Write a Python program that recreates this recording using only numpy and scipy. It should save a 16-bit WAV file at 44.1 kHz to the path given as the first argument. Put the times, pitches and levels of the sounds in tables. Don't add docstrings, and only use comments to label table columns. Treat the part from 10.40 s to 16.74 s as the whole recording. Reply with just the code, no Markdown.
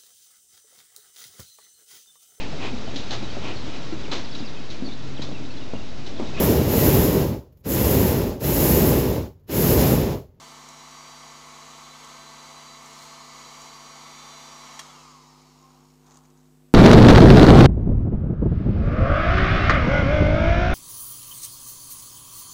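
import sys
import numpy as np
from scipy import signal
from scipy.fft import rfft, irfft, next_fast_len
from scipy.io import wavfile
from scipy.ndimage import map_coordinates

SR = 44100
rng = np.random.default_rng(int(sys.argv[2]) if len(sys.argv) > 2 else 0)


def to_wav(sig):
    pcm = np.clip(np.atleast_2d(sig), -1, 1) * 32767
    pcm = np.round(pcm).astype(np.int16)
    wavfile.write(sys.argv[1], SR, pcm.T)


N = 279588

# freq_hz, gain_db
AIR_COLOUR = [(25, 7), (100, -6), (300, 2), (600, -4.5), (1000, 2), (1700, 1.5), (2700, -1.5), (5400, -0.5),
              (7400, -1), (9000, -7.5), (11300, -13), (15500, -20)]
# centre_hz, width_hz, boost_db
HOUSING_PEAKS = [(504, 64, 9), (672.7, 14, 6), (763, 134, 10), (1128, 184, 15.5), (2167, 189, 9),
                 (3070, 327, 7), (3915, 82, 9.5), (4490, 220, 6), (6160, 177, 7), (6640, 190, 6),
                 (7880, 55, 7), (12160, 270, 3)]
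# order, level_db
FAN_TONES = [(1, -67), (2, -77), (3, -73), (4, -76), (5, -77), (6, -76), (7, -70), (8, -69), (9, -73),
             (10, -76), (11, -76)]
# order, boost_db
STRONG_ORDERS = [(16, 16), (17, 0.5), (19, 6.5), (20, 4.5), (23, 0), (24, 1), (25, 3.5), (30, 5.5),
                 (31, 5.5), (33, 6.5), (35, 5), (40, 5.5), (47, 8.5)]
# freq_hz, gain_db
SHELL_COLOUR = [(1000, -28), (1700, -17), (2200, -10), (2800, -6), (3400, -11), (4050, 1), (4300, -1),
                (4550, 3), (4800, 1), (5100, 4), (6100, -2), (6900, 3), (7400, -4), (9500, -15),
                (15500, -25)]
# order, flutter_db
LEAD_ORDERS = [(18, 4), (21, 2), (26, 1.5)]
# time_s, low_db, middle_db, high_db
LEAD_RIDES = [(0.0, -63, -66, -64), (0.08, -64, -60.5, -65), (0.35, -62.5, -71, -61),
              (0.66, -64, -57.5, -59), (1.29, -63, -69, -66.5), (2.33, -57, -58.5, -64),
              (2.43, -65, -66, -64), (2.86, -66, -59.5, -68), (2.93, -61, -59.5, -61.5),
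              (4.26, -60, -61, -57.5), (4.3, -60, -62, -60)]
# freq_hz, gain_db
BEARING_COLOUR = [(300, -20), (900, 1), (1600, -8), (3400, -10), (6000, -1), (7500, -4), (9500, -14),
                  (15500, -26)]
# centre_hz, width_hz, boost_db
BEARING_PEAKS = [(960, 110, 14), (2160, 80, 6), (2870, 110, 7), (4140, 130, 10), (4560, 160, 7),
                 (5430, 230, 10), (6820, 310, 10.5)]
# start_s, level_db
SWITCH_HITS = [(4.3925, -32), (4.3943, -35.5), (4.3958, -35)]
# pitch_hz, level_db, t60_s
GRIP_MODES = [(1090, -9, .06), (2400, -10, .025), (3250, -2, .025), (3580, -5, .025), (4490, -6, .03),
              (5580, -5, .035), (6130, -3, .05), (6670, -6, .04), (7060, -9, .04)]
# pitch_hz, level_db, t60_s
HOLLOW_MODES = [(782, -53.5, 0.51), (1065, -40.5, 0.21), (1190, -73, .3)]
# start_s, length_s, level_db
SHRIVEL_FITS = [(0.027, .08, -59), (2.44, .1, -60), (2.595, .05, -56), (3.12, .09, -61)]
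# freq_hz, gain_db
SIZZLE_COLOUR = [(3000, -25), (6000, -8), (8500, -13), (12000, -18.5), (15500, -21)]
# start_s, level_db
FILM_SNAPS = [(0.288, -22.5), (1.6466, -27), (2.46, -27), (2.5305, -26), (2.622, -26), (3.2187, -24),
              (5.6672, -36.5), (5.7443, -35), (5.7718, -28), (5.8573, -40), (5.9025, -41)]
# freq_hz, gain_db
SNAP_COLOUR = [(1500, -23), (3500, -10), (6800, 4), (9000, -7), (12000, -23), (15500, -15)]
# start_s, length_s, sleeve_db, film_db
HAND_MOVES = [(5.2, 0.23, -64, -88), (5.68, 0.095, -60.5, -60.5), (5.82, .04, -64, -67),
              (6.008, 0.024, -82, -66.5)]
# freq_hz, gain_db
SLEEVE_COLOUR = [(200, -18), (550, -17), (780, 4), (1100, 5.5), (1600, -11), (2150, -25), (3000, -14.5),
                 (8000, -30)]
# freq_hz, gain_db
CRINKLE_COLOUR = [(1500, 7), (3200, -2), (3900, 5), (5000, 2), (6800, 11.5), (8500, -8), (15500, -60)]
# harmonic, rms_db
HUM_PARTIALS = [(1, -69.5), (3, -60.5), (5, -61), (7, -68.5), (9, -74.5), (13, -86), (15, -79)]
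# freq_hz, density_db_per_hz
NOISE_FLOOR = [(25, -112), (90, -101), (200, -94.5), (350, -93.5), (600, -101), (1100, -104), (2000, -110),
               (4000, -111), (7300, -111), (7900, -106), (8600, -112), (15500, -114)]

RUN_HZ, OFF_S = 221.8, 4.395
FRICTION_HZ_PER_S, DRAG_KNEE_HZ = 55, 98
WHOOSH_DB, HISS_DB, BLADES_DB, WHINE_DB, LEAD_DB = -50.5, -49.5, -0.8, -73, 1.5
WHOOSH_POWER, HISS_POWER, BLADES_POWER, WHINE_POWER, LEAD_POWER = 1.96, 2.45, 1.64, 1.2, 5.7


def heat_gun():
    speed_hz = rotor_speed()
    slowing_db = 20 * np.log10(speed_hz / RUN_HZ)
    waver = .0003 * wobble(12) + .0005 * wobble(1.5)
    judder = .016 * (1 - speed_hz / RUN_HZ) * wobble(130)
    turns = np.cumsum(speed_hz * (1 + waver + judder)) / SR
    blades = fan_blades(turns) * amp(BLADES_DB + BLADES_POWER * slowing_db)
    blower = resonated(air_rush(turns, slowing_db) + blades, AIR_COLOUR, HOUSING_PEAKS)
    motor = motor_whine(turns) * amp(WHINE_DB + WHINE_POWER * slowing_db)
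    rattle = bearing_rattle(turns, speed_hz)
    leads = lead_whines(turns) * amp(LEAD_DB + LEAD_POWER * slowing_db)
    return blower + motor + rattle + leads


def rotor_speed():
    coast_s = np.maximum(np.arange(N) / SR - OFF_S, 0)
    angle = np.arctan(RUN_HZ / DRAG_KNEE_HZ) - coast_s * FRICTION_HZ_PER_S / DRAG_KNEE_HZ
    return np.maximum(DRAG_KNEE_HZ * np.tan(angle), 1)


def air_rush(turns, slowing_db, crossover_hz=2000, growth_db_per_s=0.22):
    low_share = lambda hz: 1 / (1 + (hz / crossover_hz) ** 4)
    whoosh = filtered(rng.standard_normal(N), lambda hz: np.sqrt(low_share(hz)))
    whoosh *= amp(WHOOSH_DB + WHOOSH_POWER * slowing_db)
    hiss = filtered(rng.standard_normal(N), lambda hz: np.sqrt(1 - low_share(hz)))
    hiss *= amp(HISS_DB + HISS_POWER * slowing_db)
    throb = unit(amp(0.24 * np.cos(2 * np.pi * turns)))
    powered_s = np.minimum(np.arange(N) / SR, OFF_S)
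    sway = amp(growth_db_per_s * powered_s + .45 * wobble(7))
    return sway * (whoosh + hiss * throb)


def fan_blades(turns):
    return sum(amp(db) * rotor_tone(turns, round(order), drift_db=1.5, flutter_db=2)
               for order, db in FAN_TONES)


def motor_whine(turns, top_order=96):
    boost_db = {round(order): db for order, db in STRONG_ORDERS}
    leads = [round(order) for order, _ in LEAD_ORDERS]
    comb = np.zeros(N)
    for order in range(len(FAN_TONES) + 1, top_order + 1):
        if order not in leads:
            roll_off = 1 / np.sqrt(1 + (order / 60) ** 4)
            tone = rotor_tone(turns, order, drift_db=2.6, flutter_db=1.8)
            comb += roll_off * amp(boost_db.get(order, 0)) * tone
    return coloured(comb, SHELL_COLOUR)


def lead_whines(turns):
    times_s, *rides_db = np.transpose(LEAD_RIDES)
    out = np.zeros(N)
    for (order, flutter_db), ride_db in zip(LEAD_ORDERS, rides_db):
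        gain = amp(np.interp(np.arange(N) / SR, times_s, ride_db))
        out += gain * unit(rotor_tone(turns, round(order), drift_db=0, flutter_db=flutter_db))
    return out


def rotor_tone(turns, order, drift_db, flutter_db, flutter_hz=70):
    knots = np.arange(0, N, 128)
    speed = np.gradient(turns[knots])
    travel = 3 * knots / SR + 22 * np.log(speed.max() / speed)
    drift = map_coordinates(rng.standard_normal(150), [travel])
    flutter = map_coordinates(rng.standard_normal(500), [knots * flutter_hz / SR])
    gain = np.interp(np.arange(N), knots, amp(drift_db * drift + flutter_db * flutter))
    return np.sqrt(2) * gain * np.cos(2 * np.pi * (order * turns + rng.random()))


def bearing_rattle(turns, speed_hz, level_db=-65.5, loosen_s=0.17, settle_hz=56.6):
    loose = np.clip((np.arange(N) / SR - OFF_S) / loosen_s, 0, 1) ** 2
    lively = 1 / np.sqrt(1 + (settle_hz / speed_hz) ** 12)
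    ticks = rng.standard_normal(N) * amp(-14 * (turns % 1) + 1.5 * wobble(70))
    return amp(level_db) * loose * lively * unit(resonated(ticks, BEARING_COLOUR, BEARING_PEAKS))


def switch_off(crack_t60=0.032, attack_s=.0002):
    out, t = np.zeros(N), np.arange(SR // 5) / SR
    crack_band = signal.butter(2, [700, 8000], "bandpass", fs=SR)
    for start_s, db in SWITCH_HITS:
        ring = modal_ring(GRIP_MODES, t)
        crack = signal.lfilter(*crack_band, rng.standard_normal(len(t))) * amp(-60 * t / crack_t60)
        add(out, start_s, amp(db) * (.65 * ring + 1.3 * crack) * (1 - np.exp(-t / attack_s)))
    return out


def grip_shift(start_s=5.22, rise_s=0.033):
    out, t = np.zeros(N), np.arange(SR // 2) / SR
    add(out, start_s, modal_ring(HOLLOW_MODES, t) * (1 - np.exp(-t / rise_s)))
    return out


def film_sizzle(steady_db=-70):
    steady = amp(steady_db) * swell(0, OFF_S, rise_s=.01, t60=.6)
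    fits = [amp(db) * swell(s, length, rise_s=.06, t60=.4) for s, length, db in SHRIVEL_FITS]
    envelope = np.linalg.norm([steady, *fits], axis=0)
    crackles = rng.standard_normal(N) * amp(4 * wobble(600) + 1.5 * wobble(40))
    return envelope * unit(coloured(crackles, SIZZLE_COLOUR))


def film_snaps(trim_db=-11.5, t60=0.016):
    out, t = np.zeros(N), np.arange(SR // 40) / SR
    for start_s, db in FILM_SNAPS:
        add(out, start_s, amp(db + trim_db - 60 * t / t60) * rng.standard_normal(len(t)))
    return coloured(out, SNAP_COLOUR)


def handling(rise_s=0.13):
    brush = [amp(db) * swell(s, length, rise_s, t60=0.94) for s, length, db, _ in HAND_MOVES]
    crush = [amp(db) * swell(s, length, rise_s, t60=0.39) for s, length, _, db in HAND_MOVES]
    sleeve = unit(coloured(rng.standard_normal(N), SLEEVE_COLOUR))
    spray = rng.standard_normal(N) * amp(5.4 * wobble(500) + 2.5 * wobble(70))
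    crinkles = unit(coloured(spray, CRINKLE_COLOUR))
    return np.max(brush, axis=0) * sleeve + np.max(crush, axis=0) * crinkles


def room(x, t60, wet_db):
    t = np.arange(SR // 2) / SR
    tail = rng.standard_normal(len(t)) * amp(-60 * t / t60) * (1 - np.exp(-t / 0.0035))
    return x + amp(wet_db) * signal.fftconvolve(x, tail / np.linalg.norm(tail))[:N]


def hum_and_hiss(mains_hz=50.2):
    phase = 2 * np.pi * mains_hz * np.arange(N) / SR
    hum = sum(np.sqrt(2) * amp(db) * np.cos(round(harmonic) * phase) for harmonic, db in HUM_PARTIALS)
    return hum + coloured(rng.standard_normal(N) * np.sqrt(SR / 2), NOISE_FLOOR)


def amp(db):
    return 10 ** (np.asarray(db) / 20)


def unit(x):
    return x / np.sqrt(np.mean(x ** 2) + 1e-20)


def wobble(rate_hz):
    return map_coordinates(rng.standard_normal(int(N * rate_hz / SR) + 4), [np.arange(N) * rate_hz / SR])


def swell(start_s, length_s, rise_s, t60):
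    t = np.arange(N) / SR - start_s
    return np.clip(1 + t / rise_s, 0, 1) ** 2 * amp(-60 * np.maximum(t - length_s, 0) / t60)


def modal_ring(modes, t):
    return sum(amp(db - 60 * t / t60) * np.sin(2 * np.pi * (hz * t + rng.random()))
               for hz, db, t60 in modes)


def filtered(x, response):
    size = next_fast_len(N + SR // 2)
    return irfft(rfft(x, size) * response(np.fft.rfftfreq(size, 1 / SR)), size)[:N]


def colour_db(colour, hz):
    freq_hz, gain_db = np.transpose(colour)
    return np.interp(np.log(hz + 1), np.log(freq_hz + 1), gain_db)


def coloured(x, colour):
    return filtered(x, lambda hz: amp(colour_db(colour, hz)))


def resonated(x, colour, peaks):
    bells_db = lambda hz: sum(db * np.exp(-.5 * ((hz - centre) / width) ** 2)
                              for centre, width, db in peaks)
    return filtered(x, lambda hz: amp(colour_db(colour, hz) + bells_db(hz)))


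def add(track, start_s, sound):
    part = track[round(start_s * SR):][:len(sound)]
    part += sound[:len(part)]


def scene():
    clicks = room(switch_off() + film_snaps(), t60=.1, wet_db=-8)
    return (heat_gun() + clicks + film_sizzle() + grip_shift() + handling() + hum_and_hiss())[None]


def record(dry, low_cut_hz=40, top_hz=15600):
    passband = lambda hz: hz ** 4 / np.sqrt(hz ** 8 + low_cut_hz ** 8) * (hz < top_hz)
    return np.array([filtered(channel, passband) for channel in dry])


dry = scene()
out = record(dry)
to_wav(out)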